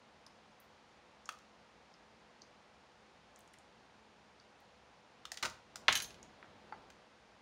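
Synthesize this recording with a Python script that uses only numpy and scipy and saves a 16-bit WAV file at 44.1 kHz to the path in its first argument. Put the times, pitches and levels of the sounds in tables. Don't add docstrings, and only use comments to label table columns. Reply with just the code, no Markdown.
import sys
import numpy as np
from scipy import signal
from scipy.fft import rfft, irfft
from scipy.io import wavfile

SR = 44100
rng = np.random.default_rng(int(sys.argv[2]) if len(sys.argv) > 2 else 0)


def persist_wave(psi):
    counts = np.round(np.clip(psi, -1, 1) * 32767).astype(np.int16)
    wavfile.write(sys.argv[1], SR, np.atleast_2d(counts).T)


N = 326844
TIME = np.arange(N) / SR
EDGES = np.geomspace(22, 17000, 35)
CENTRES = np.sqrt(EDGES[1:] * EDGES[:-1])
BANK = [signal.butter(3, pair, "band", fs=SR, output="sos") for pair in zip(EDGES, EDGES[1:])]


def amp(db):
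    return 10 ** (np.asarray(db) / 20)


def at_hz(points, hz):
    point_hz, point_db = np.transpose(points)
    return np.interp(np.log(hz), np.log(point_hz), point_db)


def fade(t60, size):
    return np.exp(-np.log(1000) * TIME[:size] / t60)


def add(track, start_s, sound):
    start = int(start_s * SR)
    track[start:start + len(sound)] += sound[:N - start]


def ring(hz, t60, size):
    return np.sin(2 * np.pi * hz * TIME[:size]) * fade(t60, size)


def dense_modes(band_db, band_t60, size):
    out = np.zeros(size)
    heard_db = np.max(band_db) - 50
    noises = rng.standard_normal((len(BANK), size))
    for sos, width_hz, db, t60, noise in zip(BANK, np.diff(EDGES), band_db, band_t60, noises):
        if db > heard_db:
            band = signal.sosfilt(sos, noise * fade(t60, size) + 1e-18)
            unit_gain = np.sqrt(2 * width_hz / SR / np.sum(band ** 2))
            out += amp(db) * band * unit_gain
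    return out


def contact(band_db, t60, damping, size=1400):
    band_t60 = t60 * (CENTRES / CENTRES[-8]) ** -damping
    return dense_modes(band_db, band_t60, size)


def hump_db(hz, octaves):
    distance = np.abs(np.log2(CENTRES / hz) / octaves)
    return -20 * np.log10(1 + distance ** 3)


def softness_db(cut_hz):
    return -10 * np.log10(1 + (CENTRES / cut_hz) ** 5)


def smallness_db(lowest_hz):
    return -10 * np.log10(1 + (lowest_hz / CENTRES) ** 4)


def tap(db, hz, octaves, t60, damping, cut_hz):
    return contact(db + hump_db(hz, octaves) + softness_db(cut_hz), t60, damping)


def steady_noise(spectrum):
    hz = np.maximum(np.arange(N // 2 + 1) * SR / N, 1)
    white = rfft(rng.standard_normal(N))
    noise = irfft(white * amp(at_hz(spectrum, hz)), N)
    return noise / np.std(noise)


def background(air_db=-64):
    # pitch_hz [Hz], relative density_db [dB per Hz]
    air_colour = [(25, -19), (48, -5.5), (65, -1), (100, -5.5), (210, -2), (300, -5), (500, -3), (850, -1),
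                  (1200, -5.5), (2500, -10.5), (4700, -16), (7000, -23), (9500, -32.5), (12000, -44),
                  (14000, -64)]
    # pitch_hz [Hz], level_db [dB rms]
    hum_partials = [(59.2, -92), (215.3, -78.5), (495.3, -79)]
    out = amp(air_db) * steady_noise(air_colour)
    for hz, db in hum_partials:
        phase = rng.random()
        out += amp(db) * np.sqrt(2) * np.sin(2 * np.pi * (hz * TIME + phase))
    return out


def ticks(reference_octaves=.22, reference_hz=5000, widening=0.97):
    # start_s [s], level_db [dB], pitch_hz [Hz]
    tip_touches = [(0.2638, -19, 4900), (0.2652, -37, 8500), (0.6015, -34, 15000), (1.2564, -20, 6130),
                   (1.939, -26.5, 4860), (2.4185, -17, 5140), (3.3598, -27, 6700), (3.3896, -37, 8850),
                   (3.39, -39, 14500), (3.4057, -33.5, 7800), (3.476, -32, 6850), (3.536, -33, 7900),
                   (3.586, -32.5, 7650), (4.3989, -24, 4800), (4.603, -48, 13500), (6.2284, -21, 6530)]
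    out = np.zeros(N)
    for start_s, db, hz in tip_touches:
        octaves = reference_octaves * (hz / reference_hz) ** widening
        add(out, start_s, tap(db, hz, octaves, t60=0.013, damping=.1, cut_hz=30000))
    return out


def knocks(octaves=0.68, rock_s=.016, rock_loss_db=4, rock_pitch_ratio=.7):
    # start_s [s], level_db [dB], pitch_hz [Hz]
    touchdowns = [(0.264, -24, 1100), (1.259, -28, 1200), (2.419, -19.5, 400), (6.426, -15, 1550),
                  (6.723, -12, 1290)]
    out = np.zeros(N)
    rocks = [(start_s + rock_s, db - rock_loss_db, hz * rock_pitch_ratio) for start_s, db, hz in touchdowns]
    for start_s, db, hz in touchdowns + rocks:
        add(out, start_s, tap(db, hz, octaves, t60=0.014, damping=0.16, cut_hz=4500))
    return out


def plastic_parts(t60=0.021, damping=0.2, clack_t60=0.015, knock_db=-29, knock_t60=0.012,
                  note_db=-50, note_t60=0.034):
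    # start_s [s], level_db [dB], lowest_mode_hz [Hz], body_pitch_hz [Hz],
    # body_db [dB, relative], clack_pitch_hz [Hz], clack_db [dB], hop_after_s [s]
    landings = [(1.29, -11.5, 1300, 1264, 2.5, 2920, -10, .0325),
                (1.3867, -30.5, 4100, 1280, -32, 3100, -38, .012),
                (3.5394, -31.5, 1800, 2000, -24, 2000, -27, .045),
                (5.2531, -17.5, 2500, 1280, -7.5, 3680, -10.5, .003),
                (5.3178, -6.5, 4730, 1870, -5, 740, -8, 0.024),
                (5.3724, -12.5, 2400, 1930, -13, 4040, -15, .011),
                (5.4263, -6.5, 250, 1410, -3, 1900, -3, .003), (5.4293, -8, 400, 1100, -2, 3600, -5, .011),
                (5.4345, -9, 500, 2040, 1.5, 1400, -6, .029), (5.4448, -16, 800, 1420, -1, 2080, -12, .047),
                (5.4507, -8, 800, 1430, 1, 2300, -5.5, 0.012),
                (5.4552, -7.5, 900, 1220, 0, 3640, -6.5, 0.043),
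                (5.465, -20, 800, 1420, -3, 1200, -6, .029),
                (5.7572, -10.5, 3850, 1400, -8, 700, -13, .009),
                (6.902, -27.5, 1100, 2470, -23, 1300, -26, .02)]
    # pitch_hz [Hz], level_db [dB]
    plastic_colour = [(80, 1), (300, 2.5), (650, 4), (1300, 4.5), (2100, -0.5), (2800, -1.5), (3700, -3),
                      (5000, -1), (6900, -3), (9000, -11), (12000, -21.5), (16000, -9)]
    cut_hz = 9800
    clack_octaves = 0.3
    hop_loss_db, hop_lowest_hz = 13.5, 2620
    out, size = np.zeros(N), SR // 4

    def crack(db, lowest_hz):
        colour_db = at_hz(plastic_colour, CENTRES) + smallness_db(lowest_hz) + softness_db(cut_hz)
        return contact(db + colour_db, t60, damping)

    for start_s, db, lowest_hz, body_hz, body_db, clack_hz, clack_db, hop_s in landings:
        add(out, start_s, crack(db, lowest_hz))
        add(out, start_s, tap(clack_db, clack_hz, clack_octaves, clack_t60, damping, cut_hz))
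        body = amp(knock_db) * ring(body_hz, knock_t60, size)
        body += amp(note_db) * ring(body_hz, note_t60, size)
        swing_up = np.minimum(TIME[:size] * body_hz, 1)
        add(out, start_s, amp(body_db) * body * swing_up)
        add(out, start_s + hop_s, crack(db - hop_loss_db, hop_lowest_hz))
    return out


def desk(board_hz=2300, board_octaves=0.71, board_t60=0.43):
    # start_s [s], boom_db [dB], clatter_db [dB]
    blows = [(5.427, -57.5, -27), (5.883, -54, 7)]
    # pitch_hz [Hz], level_db [dB re the boom], t60_s [s]
    boom_modes = [(59.6, -8, 1), (77, 0.5, 0.45), (113, -3, 0.57), (147.5, -0.5, 0.29), (233, 2, 0.27)]
    # pitch_hz [Hz], level_db [dB re its clatter], t60_s [s]
    board_notes = [(1000, -49, .1), (1080, -41, 0.13), (1410, -41, .08), (1930, -44, .1), (2115, -42, .07),
                   (2260, -37, 0.0447)]
    out = np.zeros(N)
    boom = sum(amp(db) * ring(hz, t60, size=SR) for hz, db, t60 in boom_modes)
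    notes = sum(amp(db) * ring(hz, t60, size=SR) for hz, db, t60 in board_notes)
    for start_s, boom_db, clatter_db in blows:
        add(out, start_s, amp(clatter_db) * notes)
        add(out, start_s, amp(boom_db) * boom)
        clatter_band_db = clatter_db + hump_db(board_hz, board_octaves)
        add(out, start_s, contact(clatter_band_db, board_t60, damping=.1, size=4096))
    return out


def fingers(attack_s=.2, release_s=0.25):
    # start_s of the hold [s], hold_s [s], level_db [dB rms]
    strokes = [(5.84, 0.42, -62), (6.522, 0.3, -63.5)]
    # pitch_hz [Hz], relative density_db [dB per Hz]
    rub_colour = [(50, 2.5), (150, 3), (450, 2.5), (900, -0.5), (1600, -10.5), (4000, -15), (12000, -43)]
    pressure = np.zeros(N)
    for start_s, hold_s, db in strokes:
        end_s = start_s + hold_s
        corners_s = [start_s - attack_s, start_s, end_s, end_s + release_s]
        pressure += amp(db) * np.interp(TIME, corners_s, [0, 1, 1, 0])
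    return pressure * steady_noise(rub_colour)


def tweezer_touches(bounce_db=2, loss_db_per_s=138):
    # start_s [s], lowest_mode_hz [Hz], contact_cut_hz [Hz], arm_ring_db [dB]
    edge_bounces = [(5.9254, 3500, 9500, -47), (5.9530, 1900, 15000, -36.5), (5.974, 3800, 11000, -44),
                    (6.0013, 2400, 8500, -48), (6.0208, 4000, 18000, -44), (6.044, 3500, 8000, -74),
                    (6.1052, 2820, 6440, -79), (6.1427, 2800, 6500, -78)]
    touches = [(5.8814, 12.5, 300, 3160, -32.5)]
    first_s = edge_bounces[0][0]
    for start_s, lowest_hz, cut_hz, ring_db in edge_bounces:
        db = bounce_db - loss_db_per_s * (start_s - first_s)
        touches.append((start_s, db, lowest_hz, cut_hz, ring_db))
    return touches


def tweezers_dropped(t60=0.018, damping=0.15, spread_db=2.5, mistuning=0.0026, choke_db=11.0):
    # pitch_hz [Hz], level_db [dB re the ring], t60_s [s]
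    arm_modes = [(1640, -5, 0.17), (2231, -6, 0.064), (2490, -9, 0.2), (3030, -2, .2), (3210, -5.5, 0.15),
                 (3480, -8, 0.11), (3630, -8, 0.24), (4021, -5.5, .22), (4700, -15, .24), (5700, -10, .14),
                 (6330, -1, 0.31), (6840, -9, 0.31), (8764, -14, 0.18), (9800, -11, 0.13),
                 (10440, -6.5, 0.085), (11045, -11, 0.17), (11760, -18, .15), (12450, -12, .1),
                 (13350, -13, .07), (14480, -6, .14), (15600, -10, .08)]
    # pitch_hz [Hz], level_db [dB]
    mat_colour = [(80, -10), (280, -8), (560, -9.5), (1050, 2), (2300, 2.5), (3400, 3), (4800, -1.5),
                  (6600, -1), (10000, -13.5), (13000, -23), (16000, -9)]
    far_end_s, far_end_loss_db = 0.0063, 9
    out, size = np.zeros(N), SR // 2
    touches = tweezer_touches()
    times = np.array(touches)[:, 0]
    for start_s, db, lowest_hz, cut_hz, ring_db in touches:
        blow_db = smallness_db(lowest_hz) + softness_db(cut_hz)
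        slap_db = db + at_hz(mat_colour, CENTRES) + blow_db
        add(out, start_s, contact(slap_db, t60, damping))
        add(out, start_s + far_end_s, contact(slap_db - far_end_loss_db, t60, damping))
        later_touches = np.searchsorted(times[times > start_s], start_s + TIME[:size])
        choke = amp(-choke_db * later_touches)
        for hz, mode_db, mode_t60 in arm_modes:
            strength_db = ring_db + mode_db + np.interp(hz, CENTRES, blow_db)
            strength_db += spread_db * rng.standard_normal()
            pitch_hz = hz * (1 + mistuning * rng.standard_normal())
            polarity = rng.choice([-1, 1])
            add(out, start_s, polarity * amp(strength_db) * choke * ring(pitch_hz, mode_t60, size))
    return out


def tool_handle(contact_t60=0.004):
    # start_s [s], level_db [dB]
    set_downs = [(6.7234, -43)]
    # pitch_hz [Hz], level_db [dB, relative], t60_s [s]
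    hollow_modes = [(800, -5, 0.051), (860, 4.5, 0.097), (1350, -2.5, 0.08), (1990, -7, .04),
                    (4550, -15, 0.044)]
    out, size = np.zeros(N), SR // 4
    note = sum(amp(db) * ring(hz, t60, size) for hz, db, t60 in hollow_modes)
    for start_s, db in set_downs:
        add(out, start_s, amp(db) * note * (1 - fade(contact_t60, size)))
    return out


def room(x, near_delay=.004, near_db=-11, near_t60=0.088, wall_delay=.008, wall_t60=0.37, absorb_hz=13000):
    # pitch_hz [Hz], level_db [dB]
    tail_colour = [(100, 5), (500, -10), (1200, -10.5), (3000, -12), (7000, -10.5), (16000, -10)]
    response = np.zeros(SR)
    scatter = contact(np.zeros(len(CENTRES)), near_t60, damping=0.11, size=4096)
    add(response, near_delay, amp(near_db) * scatter)
    band_t60 = wall_t60 / np.sqrt(1 + (CENTRES / absorb_hz) ** 2)
    add(response, wall_delay, dense_modes(at_hz(tail_colour, CENTRES), band_t60, size=SR // 2))
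    return signal.fftconvolve(x, response)[:N]


def scene():
    hits = ticks() + knocks() + plastic_parts() + tweezers_dropped() + tool_handle()
    return (hits + room(hits) + desk() + fingers() + background())[None]


def record(dry, low_cut_hz=46, top_cut_hz=15800):
    # pitch_hz [Hz], gain_db [dB], q [ratio]
    ripples = [(7260, 3.5, 10), (7640, -7, 5.4), (8770, 2, 13)]
    out = signal.sosfilt(signal.butter(4, low_cut_hz, "high", fs=SR, output="sos"), dry)
    for hz, db, q in ripples:
        resonance = signal.lfilter(*signal.iirpeak(hz, q, fs=SR), out)
        out = out + (amp(db) - 1) * resonance
    return signal.sosfilt(signal.ellip(10, .1, 70, top_cut_hz, fs=SR, output="sos"), out)


dry = scene()
out = record(dry)
persist_wave(out)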